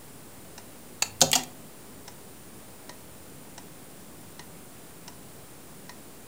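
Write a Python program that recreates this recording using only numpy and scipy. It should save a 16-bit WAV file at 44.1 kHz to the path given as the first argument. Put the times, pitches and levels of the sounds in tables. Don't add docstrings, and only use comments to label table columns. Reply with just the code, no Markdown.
import sys
import numpy as np
from scipy import signal
from scipy.fft import rfft, irfft, next_fast_len
from scipy.io import wavfile

SR = 44100
rng = np.random.default_rng(int(sys.argv[2]) if len(sys.argv) > 2 else 0)


def to_wav(sig):
    pcm = np.clip(np.atleast_2d(sig), -1, 1) * 32767
    pcm = np.round(pcm).astype(np.int16)
    wavfile.write(sys.argv[1], SR, pcm.T)


N = 276504
SCENE_TIME_S = np.arange(N) / SR
HIT_TIME_S = np.arange(SR // 2) / SR
CURRENT_ON_S, CURRENT_OFF_S = 1.0214, 1.3294


# pitch_hz, level_db
CLOCKWORK_CLATTER = [(150, -25), (500, 7.5), (1000, -0.5), (1500, 0.5), (3000, -2), (4200, -1), (5600, 0),
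                     (7000, -10), (8500, -1), (10500, -14), (16000, -22)]
# pitch_hz, fade_s (time to fall 60 dB), tick_db, tock_db
PLATE_NOTES = [(700, .08, -19, -12), (835, .08, -15, -9), (915, .07, -8, -17), (980, .08, -5, -3),
               (1860, .09, -22, -8), (1990, .1, -15, -9), (3900, .035, -8, -6), (4270, .04, -20, -8),
               (5170, .05, -9, -15), (5540, .03, -3, -6), (6040, .06, -11, -14), (6460, .08, -13, -11),
               (7420, .04, -5, -20)]
def pallet(first_s, note_levels_db, period_s=1.5, fresh_share=.3):
    pitch_hz, fade_s, _, _ = np.transpose(PLATE_NOTES)
    landing = lambda: clatter(CLOCKWORK_CLATTER, hold_s=.0018, fade_s=.027)
    steady = np.sqrt(1 - fresh_share) * landing()
    steady += gain(2) * ring(zip(pitch_hz, fade_s, note_levels_db), attack_s=.00089)
    beats = [(start_s, -38.5) for start_s in np.arange(first_s, N / SR, period_s)]
    return place_hits(beats, lambda: steady + np.sqrt(fresh_share) * landing())


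def clock_ticks():
    first_tick_s, tock_after_s = .5784, .8145
    _, _, tick_db, tock_db = np.transpose(PLATE_NOTES)
    ticks = pallet(first_tick_s, tick_db)
    tocks = pallet(first_tick_s + tock_after_s, tock_db)
    return in_room(ticks + tocks, echo_db=-10.5)


# start_s, level_db, first_bounce_s, bounce_loss_db, knock_db
ARM_STROKES = [(1.2143, -7, .0052, 5, -16), (1.3530, -15.5, .0045, 1.2, -18.5)]
# pitch_hz, level_db
ARM_CLATTER = [(200, -40), (750, 2.5), (1050, -19), (1400, 2), (1900, -22), (2700, -2), (3900, -1),
               (5600, 2.5), (6900, 7.5), (8200, -4), (9500, -9), (12000, -9), (16000, -16)]
# pitch_hz, fade_s, level_db
ARM_NOTES = [(2680, .1, -24), (3880, .05, -19), (4470, .06, -17), (5220, .05, -16), (5990, .08, -17),
             (6740, .05, -11), (6970, .2, -17), (7570, .1, -22), (8345, .1, -24)]
def relay_arm(bounce_shrink=.65):
    hits = []
    for start_s, level_db, first_bounce_s, bounce_loss_db, _ in ARM_STROKES:
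        for bounce in range(3):
            hits.append((start_s, level_db - bounce_loss_db * bounce))
            start_s += first_bounce_s * bounce_shrink ** bounce
    clack = lambda: (clatter(ARM_CLATTER, hold_s=.0012, fade_s=.018)
                     + gain(-5) * ring(ARM_NOTES, attack_s=.00044))
    return in_room(place_hits(hits, clack), echo_db=-9.5)


# pitch_hz, level_db
SNAP_CLATTER = [(200, -24), (600, -3), (1000, 3), (1400, -16), (2000, -2.5), (3200, 3), (4500, 3),
                (6500, -1.5), (8500, -4), (11000, -11.5), (16000, -10)]
# pitch_hz, fade_s, level_db
SPRING_NOTES = [(1950, .045, -7), (2825, .06, -9), (3240, .09, -14), (3355, .09, -12), (3470, .09, -13),
                (4450, .05, -9), (6730, .05, -11)]
def contact_spring():
    snap = clatter(SNAP_CLATTER, hold_s=.0025, fade_s=.041)
    snap += gain(1.5) * ring(SPRING_NOTES, attack_s=.0014)
    return in_room(place_hits([(CURRENT_OFF_S, -14)], lambda: snap), echo_db=-6.5)


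# pitch_hz, level_db
LEVER_CLATTER = [(200, -18), (500, -11), (750, 0), (1050, -7.5), (1400, -1.5), (1900, -8.5), (2600, 3),
                 (3200, -10.5), (4400, 4), (5300, -13), (6700, 7.5), (8200, -5), (10000, -16), (16000, -12)]
# pitch_hz, fade_s, level_db
LEVER_NOTES = [(705, .1, -14), (1290, .07, -24), (2590, .07, -19), (2690, .03, -8), (4470, .03, -4),
               (4650, .18, -28), (6720, .025, -1), (7390, .05, -16)]
def trip_lever():
    snap = clatter(LEVER_CLATTER, hold_s=.0036, fade_s=.031)
    snap += gain(-5) * ring(LEVER_NOTES, attack_s=.0005)
    return in_room(place_hits([(CURRENT_ON_S, -16)], lambda: snap), echo_db=-11.5)


# pitch_hz, fade_s, pull_in_db, fall_back_db
WOOD_NOTES = [(151, .3, -8, -24), (248, .22, -6, -8), (395, .22, -11, -22), (533, .13, 1, -22),
              (572, .08, -5, -22), (700, .06, 1, -7), (748, .1, -3, 0), (850, .06, -3, -16),
              (935, .16, -24, -14)]
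# pitch_hz, level_db
CASE_THUD = [(20, -60), (80, -36), (135, -3), (200, -16), (400, -2), (850, -1), (1200, -24), (3000, -46)]
def case_knock(delay_s=.00228, build_cycles=2):
    def wood(levels_db):
        notes = zip(pitch_hz, fade_s, levels_db)
        return sum(ring([(hz, fade, db)], attack_s=build_cycles / hz) for hz, fade, db in notes)

    pitch_hz, fade_s, pull_in_db, fall_back_db = np.transpose(WOOD_NOTES)
    pull_hit, fall_hit = [(start_s + delay_s, knock_db) for start_s, *_, knock_db in ARM_STROKES]
    knock = wood(pull_in_db) + gain(-12) * clatter(CASE_THUD, hold_s=.0042, fade_s=.19)
    pull = place_hits([pull_hit], lambda: knock)
    fall = place_hits([fall_hit], lambda: wood(fall_back_db))
    return in_room(pull + fall, echo_db=-15.5)


# start_s, level_db
LATCH_CLICKS = [(1.2062, -23), (1.3145, -21.5), (1.4343, -33)]
# pitch_hz, level_db
LATCH_CLATTER = [(300, -15), (1500, -14), (2700, -5), (4000, -1), (5300, -7), (6800, 3), (8200, 3),
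                 (10000, -5), (12500, -2), (16000, -13)]
def latch():
    clicks = place_hits(LATCH_CLICKS, lambda: clatter(LATCH_CLATTER, hold_s=.001, fade_s=.024))
    return in_room(clicks, echo_db=-17)


def coil_hum(pitch_hz=100, rise_s=.07, fall_s=.012):
    rise = 1 - np.exp(-np.maximum(SCENE_TIME_S - CURRENT_ON_S, 0) / rise_s)
    fall = np.exp(-np.maximum(SCENE_TIME_S - CURRENT_OFF_S, 0) / fall_s)
    return gain(-50.5) * rise * fall * unit_level(np.sin(2 * np.pi * pitch_hz * SCENE_TIME_S))


# pitch_hz, fade_s
ROOM_FADES = [(150, 0.81), (700, 0.38), (3000, .26), (7000, 0.21), (15000, 0.27)]
def in_room(sound, echo_db):
    hz, time_s, spectrum = signal.stft(rng.standard_normal(len(HIT_TIME_S)), SR, nperseg=256)
    spectrum *= gain(-60 * time_s / value_at(ROOM_FADES, hz)[:, None])
    tail = signal.istft(spectrum, SR, nperseg=256)[1][:len(HIT_TIME_S)]
    tail *= 1 - np.exp(-HIT_TIME_S / .0075)
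    return sound + gain(echo_db) * signal.fftconvolve(sound, tail / np.linalg.norm(tail))[:N]


# pitch_hz, level_db
STEADY_AIR = [(20, -19.5), (50, -7), (100, -2.5), (190, -1), (400, -5), (1000, -13), (2000, -19),
              (5000, -25), (16000, -35.5)]
# pitch_hz, level_db
AIR_RUMBLE = [(40, -27), (130, -0.5), (250, 0.5), (400, -4.5), (900, -23.5), (4000, -70)]
# pitch_hz, level_db
ELECTRONIC_HISS = [(500, -2.5), (4000, -6.5), (6500, -5), (7600, 0.5), (8400, -2.5), (8700, 0.5),
                   (9000, 0.5), (9300, 4), (10200, -1), (10900, -2), (11400, -7), (14500, -6), (15200, 1),
                   (15800, -8)]
def background(whine_hz=14947):
    swell = noise([(.5, -10), (2, 0), (8, 0), (20, -20), (100, -80)], N)
    flutter = noise([(1, 0), (40, 0), (300, -18), (1500, -60)], N)
    air = gain(-50) * noise(STEADY_AIR, N)
    rumble = gain(-58.5 + 3 * swell) * noise(AIR_RUMBLE, N)
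    hiss = gain(-53) * noise(ELECTRONIC_HISS, N)
    whine = gain(-59.5) * unit_level(np.sin(2 * np.pi * whine_hz * SCENE_TIME_S + .3 * flutter))
    return air + rumble + hiss + whine


def clatter(colour, hold_s, fade_s, delay_at_1khz_s=.001605):
    attack = 1 - np.exp(-HIT_TIME_S / .0002)
    fade = gain(-60 * np.maximum(HIT_TIME_S - hold_s, 0) / fade_s)
    burst = noise(colour, len(HIT_TIME_S)) * attack * fade
    delay_cycles = 2 * delay_at_1khz_s * np.sqrt(1000 * np.fft.rfftfreq(len(burst), 1 / SR))
    return irfft(rfft(burst) * np.exp(-2j * np.pi * delay_cycles), len(burst))


def ring(notes, attack_s, blur_hz=5):
    tones = 0
    for pitch_hz, fade_s, level_db in notes:
        cycles = pitch_hz * HIT_TIME_S + rng.random()
        drift = np.cumsum(rng.standard_normal(len(HIT_TIME_S))) * np.sqrt(blur_hz / (2 * np.pi * SR))
        tones += gain(level_db - 60 * HIT_TIME_S / fade_s) * np.sin(2 * np.pi * (cycles + drift))
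    return tones * (1 - np.exp(-HIT_TIME_S / attack_s))


def place_hits(hits, make_sound):
    track = np.zeros(N + SR)
    for start_s, level_db in hits:
        track[round(start_s * SR):][:len(HIT_TIME_S)] += gain(level_db) * make_sound()
    return track[:N]


def noise(colour, size):
    hz = np.fft.rfftfreq(size, 1 / SR)
    phases = np.exp(2j * np.pi * rng.random(len(hz)))
    return unit_level(irfft(gain(value_at(colour, hz)) * phases, size))


def value_at(rows, hz):
    pitch_hz, values = np.transpose(rows)
    return np.interp(np.log(hz + 1), np.log(pitch_hz + 1), values)


def gain(db):
    return 10 ** (np.asarray(db) / 20)


def unit_level(sound):
    return sound / np.sqrt(np.mean(sound ** 2) + 1e-20)


def scene():
    relay = trip_lever() + coil_hum() + latch() + relay_arm() + contact_spring() + case_knock()
    return (clock_ticks() + relay + background())[None]


def record(dry):
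    ceiling, offset, top_hz = .8, -.0029, 15800
    rounded = dry / (1 + (dry / ceiling) ** 4) ** (1 / 4)
    size = next_fast_len(N + SR // 2)
    kept_band = np.fft.rfftfreq(size, 1 / SR) < top_hz
    return irfft(rfft(rounded, size) * kept_band, size)[:, :N] + offset


dry = scene()
out = record(dry)
to_wav(out)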